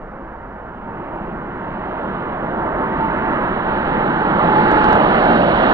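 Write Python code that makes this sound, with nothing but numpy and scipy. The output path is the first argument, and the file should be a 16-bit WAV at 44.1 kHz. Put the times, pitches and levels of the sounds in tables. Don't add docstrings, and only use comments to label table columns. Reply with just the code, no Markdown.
import sys
import numpy as np
from scipy import signal
from scipy.io import wavfile
from scipy.ndimage import uniform_filter1d, minimum_filter1d, map_coordinates

SR = 44100
rng = np.random.default_rng(int(sys.argv[2]) if len(sys.argv) > 2 else 0)


def store_wav(level_fs):
    pcm = np.round(np.clip(np.atleast_2d(level_fs), -1, 1) * 32767)
    wavfile.write(sys.argv[1], SR, pcm.T.astype(np.int16))


def gain_from_db(level_db):
    decades = np.asarray(level_db, float) / 20
    return 10 ** decades


N = 252693
T = np.arange(N) / SR
FRAME, HOP = 2048, 256
HZ = np.arange(FRAME // 2 + 1)[:, None] * SR / FRAME

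# time_s, roar_db, core_howl_db
APPROACH = [(0, -35.5, -36.5), (.4, -36, -39), (.6, -36, -36), (.78, -35, -41), (1.1, -31.5, -33),
            (1.5, -30.5, -35.5), (1.9, -27.5, -31), (2.3, -26, -30.5), (2.5, -26, -26), (3.0, -21.5, -26.5),
            (3.4, -22, -26), (3.85, -21, -25.5), (4.2, -20, -24), (4.55, -17, -21), (4.95, -15.5, -20.5),
            (5.13, -17, -18), (5.35, -15.5, -16.5), (5.5, -17.5, -19.5), (5.73, -16, -15.5)]
# frequency_hz, density_db
EXHAUST_COLOUR = [(70, -31), (100, -27), (130, -6.5), (170, -1.5), (220, 0.5), (270, -5), (340, 0),
                  (420, -5), (520, -6.5), (700, -36.5)]
# frequency_hz, density_db
FAN_COLOUR = [(600, -20), (800, -2), (1000, 0), (1400, -1), (1700, -5), (2000, -9.5), (2400, -16),
              (2900, -14), (3400, -20.5), (3900, -21.5), (4300, -26), (4600, -31.5), (4900, -38),
              (5300, -41.5), (5800, -50), (6500, -62), (7200, -80)]
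# frequency_hz, density_db
RUMBLE_COLOUR = [(12, -17.5), (30, 5), (55, -6), (80, -8.5), (120, -9.5), (200, -35.5)]
# frequency_hz, density_db
CORE_COLOUR = [(350, -24), (480, -8.5), (600, 0.5), (720, -2), (820, -3), (950, -9.5), (1200, -42.5)]
# time_s, loss_at_4_khz_db
TREBLE_LOSS = [(0, 17), (.8, 15), (1.3, 14), (1.8, 12), (2.15, 10.5), (2.4, 12.5), (2.7, 12), (3.8, 6),
               (4.35, 5.5), (4.65, 3.5), (4.98, 3), (5.15, 0.5), (5.73, 0.5)]
# time_s, centre_hz, lift_db
NOSE_LIFT_SWELL = [(3.9, 937, 1.5), (4.3, 880, 4), (5.0, 830, 1.5), (5.25, 732, 3), (5.42, 610, 2.5),
                   (5.73, 600, -0.5)]
# centre_hz, width_hz
GUST_BANDS = [(336, 70), (195, 53)]
# time_s, first_band_lift_db, second_band_lift_db
GUST_LIFTS = [(0, -3, -2), (.75, -3, -2), (.87, -2.5, 2), (1.06, 2, 1.5), (1.12, -1.5, -3.5),
              (1.2, 1.5, 1.5), (1.45, -2, 0.5), (1.57, 0.5, 3.5), (1.66, -1, 1), (1.73, -1.5, 5.5),
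              (1.8, 4.5, 2), (1.94, -2, -2), (2.1, -1, 3), (2.25, -1.5, 2), (2.4, 1.5, -3), (2.5, 3, -0.5),
              (3.3, 1.5, -0.5), (3.8, -1.5, -1.5), (4.5, 2, 1), (5.0, 1, 0), (5.73, -1, 0.5)]
# centre_hz, width_hz, level_db
TICK_RESONANCES = [(4300, 500, 0), (5200, 900, -7), (6900, 1200, -10)]
# time_s, level_db
TICK_LEVEL = [(0, -76), (.8, -71), (.95, -62), (1.2, -62), (1.4, -65), (2.1, -66), (5.73, -68)]
# time_s, shaft_hz
SHAFT_SPEED = [(0.0, 70.7), (2.0, 70.07), (2.5, 68.9), (3.1, 68.7), (3.75, 68), (4.2, 67.1), (4.6, 66.28),
               (5.0, 65.6), (5.3, 65), (5.73, 63.7)]
# time_s, order_13_db
ORDER_13_LEVEL = [(0.0, -60), (0.36, -43), (0.78, -52), (0.86, -37), (0.95, -38), (1.05, -54), (1.15, -37),
                  (1.22, -45), (1.44, -42), (1.57, -48), (1.67, -33), (1.72, -43), (1.78, -33), (1.86, -47),
                  (1.94, -34), (2.03, -35), (2.09, -47), (2.14, -37), (2.25, -42), (2.42, -39), (2.55, -31),
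                  (2.85, -29), (2.96, -32), (3.05, -17), (3.15, -31), (3.24, -23), (3.5, -46), (3.76, -22),
                  (3.87, -30.5), (4.02, -25), (4.09, -29), (4.2, -25), (4.35, -34), (4.43, -34),
                  (4.47, -21), (4.54, -21), (4.61, -14.5), (4.69, -25), (4.78, -13.5), (4.84, -28),
                  (4.87, -16), (4.92, -15), (5.0, -21), (5.05, -20), (5.09, -36), (5.2, -36), (5.25, -20),
                  (5.32, -18), (5.37, -38), (5.73, -36)]
# order, level_relative_to_order_13_db
FOLLOWING_ORDERS = [(14, -14), (26, -28.5)]
# time_s, level_db
ORDER_12_LEVEL = [(0, -62.5), (2.9, -46.5), (3.9, -45), (4.05, -29), (4.35, -46), (4.55, -27.5), (4.7, -36),
                  (4.9, -29.5), (5.13, -23), (5.22, -34), (5.73, -40)]
ORDER_11_LEVEL = [(0, -70), (4.9, -45), (5.07, -25), (5.17, -38), (5.27, -20), (5.33, -34), (5.47, -23),
                  (5.55, -32), (5.62, -27), (5.73, -30)]
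ORDER_9_LEVEL = [(0, -69.5), (4.9, -45.5), (5.08, -26.5), (5.2, -31), (5.32, -27), (5.42, -21),
                 (5.49, -23.5), (5.55, -41), (5.73, -40)]
# time_s, signed_pressure_full_scale, sharpness_hz
TALL_CRESTS = [(4.717, -1.09, 950), (4.8434, 1.27, 1080), (4.8884, -1.075, 680), (4.9285, .95, 900),
               (4.9297, 1.24, 1080), (4.9536, -1.045, 950), (4.9662, 1.0, 950)]
# frequency_hz, gain_db, lag_radians
PORT_SHADE = [(0, .5, 0), (250, .3, .5), (450, -2, .9), (800, -3.5, 1.3), (1300, -8.5, 1.6),
              (1900, -4.5, 1.9), (2600, -7.5, 3.0), (3500, -11, 4.0), (4000, -15, 4.6), (4400, -18, 3.7),
              (4900, -12, 3.9), (5400, -13.5, 4.8), (7000, -9, 6.3)]


def to_frames(x):
    return signal.stft(x, nperseg=FRAME, noverlap=FRAME - HOP)[2]


def from_frames(spectra):
    return signal.istft(spectra, nperseg=FRAME, noverlap=FRAME - HOP)[1][..., :N]


def colour(points):
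    hz, db = np.transpose(points)
    all_hz = np.r_[1, hz, SR]
    all_db = np.r_[db[0] - 40, db, db[-1] - 150]
    power = gain_from_db(2 * np.interp(np.log(HZ + 1), np.log(all_hz), all_db))
    return power / power.mean()


def walk(rate_hz, count=1):
    knots = rng.standard_normal((count, int(N / SR * rate_hz) + 4))
    return np.array([map_coordinates(k, [T * rate_hz + 1], order=3) for k in knots])


def patches(s, rate_hz, spread_db, count):
    field = rng.standard_normal((count, int(N / SR * rate_hz) + 4))
    band = np.log2(1 + HZ / 60) / 9 * (count - 1)
    where = np.broadcast_arrays(band, s * rate_hz + 1)
    return gain_from_db(spread_db * map_coordinates(field, where, order=1, mode="nearest"))


def roar():
    noise = to_frames(rng.standard_normal(N))
    s = np.arange(noise.shape[1])[None] * HOP / SR
    time_s, roar_db, core_db = np.transpose(APPROACH)
    near_db = -16
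    approach_db = np.interp(s, time_s, roar_db) - near_db

    # colour, level at near_db, share of the approach that the layer follows
    layers = [(EXHAUST_COLOUR, -18, 0.94), (FAN_COLOUR, -15, 1.058), (RUMBLE_COLOUR, -31.5, 0.41)]
    power = gain_from_db(2 * np.interp(s, time_s, core_db)) * colour(CORE_COLOUR)
    for points, level_db, share in layers:
        power = power + gain_from_db(2 * (level_db + share * approach_db)) * colour(points)

    loss_from_hz = 1400
    loss_db = np.interp(s, *np.transpose(TREBLE_LOSS))
    air = gain_from_db(-loss_db * np.maximum(HZ - loss_from_hz, 0) / (4000 - loss_from_hz))

    time_s, centre_hz, lift_db = np.transpose(NOSE_LIFT_SWELL)
    swell_width_hz = 120
    swell_band = np.exp(-((HZ - np.interp(s, time_s, centre_hz)) / swell_width_hz) ** 2)
    swell = gain_from_db(np.interp(s, time_s, lift_db) * swell_band)

    time_s, *lifts = np.transpose(GUST_LIFTS)
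    gust_db = 0
    for lift_db, (centre_hz, width_hz) in zip(lifts, GUST_BANDS):
        gust_db = gust_db + np.interp(s, time_s, lift_db) * np.exp(-((HZ - centre_hz) / width_hz) ** 2)

    slow_eddies = patches(s, 5, 1.3, count=24)
    fast_eddies = patches(s, 18, 0.46, count=10)
    return noise * np.sqrt(power) * air * swell * gain_from_db(gust_db) * slow_eddies * fast_eddies


def hiss():
    bend_hz, level_db = 4200, -67
    noise = rng.standard_normal((2, N))
    return gain_from_db(level_db) * signal.lfilter(*signal.butter(2, bend_hz, fs=SR), noise)


def ticks():
    start_s, period_s, rise_s = .005, .1044, .0045
    age = (T - start_s) % period_s / rise_s
    burst = age * np.exp(1 - age)
    level = gain_from_db(np.interp(T, *np.transpose(TICK_LEVEL)) + 4 * walk(9)[0])
    rattle = burst * level * rng.standard_normal(N)
    rings = 0
    for centre_hz, width_hz, db in TICK_RESONANCES:
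        resonance = signal.iirpeak(centre_hz, centre_hz / width_hz, SR)
        rings = rings + gain_from_db(db) * signal.lfilter(*resonance, rattle)
    return rings


def buzz():
    tremble = 1 + 0.003 * walk(18)[0] + .0015 * walk(45)[0]
    turns = np.cumsum(np.interp(T, *np.transpose(SHAFT_SPEED)) * tremble) / SR
    curves = [(13, ORDER_13_LEVEL), (12, ORDER_12_LEVEL), (11, ORDER_11_LEVEL), (9, ORDER_9_LEVEL)]
    lines = [(order, np.interp(T, *np.transpose(curve))) for order, curve in curves]
    main_db = lines[0][1]
    lines += [(order, main_db + db) for order, db in FOLLOWING_ORDERS]
    flutter_db = 2 * walk(22, count=6)
    tones = 0
    for (order, level_db), flutter in zip(lines, flutter_db):
        tone = np.sin(2 * np.pi * round(order) * turns)
        tones = tones + np.sqrt(2) * gain_from_db(level_db + flutter) * tone
    return tones


def crests(x):
    ceiling, ease_s, crest_s = .9, .004, .0005
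    size = int(ease_s * SR)
    gain = minimum_filter1d(ceiling / np.maximum(np.abs(x), ceiling), size=2 * size)
    x = x * uniform_filter1d(uniform_filter1d(gain, size=size), size=size)
    for time_s, pressure, sharpness_hz in TALL_CRESTS:
        bell = np.exp(-((T - time_s) / crest_s) ** 2)
        x = x * (1 - bell) + pressure * bell * np.cos(2 * np.pi * sharpness_hz * (T - time_s))
    return x


def ports(right):
    s = np.arange(right.shape[1])[None] * HOP / SR
    shade_share = 0.67 + .055 * s
    lag_share = 0.56 + 0.093 * s
    hz, gain_db, lag_radians = np.transpose(PORT_SHADE)
    shade = gain_from_db(np.interp(HZ, hz, gain_db) * shade_share)
    lag = np.exp(-1j * np.interp(HZ, hz, lag_radians) * lag_share)
    scatter_db, scatter_hz = 0, 1000
    random_phase = np.exp(2j * np.pi * rng.random(right.shape))
    scattered = np.abs(uniform_filter1d(np.abs(right), size=9, axis=1)) * random_phase
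    blurred = right + gain_from_db(scatter_db) * np.sqrt(HZ / scatter_hz) * scattered
    return from_frames(np.array([shade * lag * blurred, right]))


def scene():
    near_top_hz = 6800
    low_pass = signal.cheby1(8, .5, near_top_hz, fs=SR, output="sos")
    near = signal.sosfilt(low_pass, hiss() + ticks())
    aircraft = crests(from_frames(roar()) + buzz())
    return ports(to_frames(aircraft)) + near


def top_cut(x):
    return signal.sosfilt(signal.butter(12, 16000, fs=SR, output="sos"), x)


def record(dry):
    low_pass_hz, hard_click, click_share = 9700, 1.15, .45
    flat = np.clip(dry, -.99, .99)
    low = signal.sosfiltfilt(signal.butter(10, low_pass_hz, fs=SR, output="sos"), flat)
    hard_clicks = 1. * (np.abs(dry) > hard_click)
    kept_top = np.minimum(60 * uniform_filter1d(hard_clicks, size=201), click_share)
    mix = low + kept_top * (flat - low)
    return top_cut(mix)


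dry = scene()
out = record(dry)
store_wav(out)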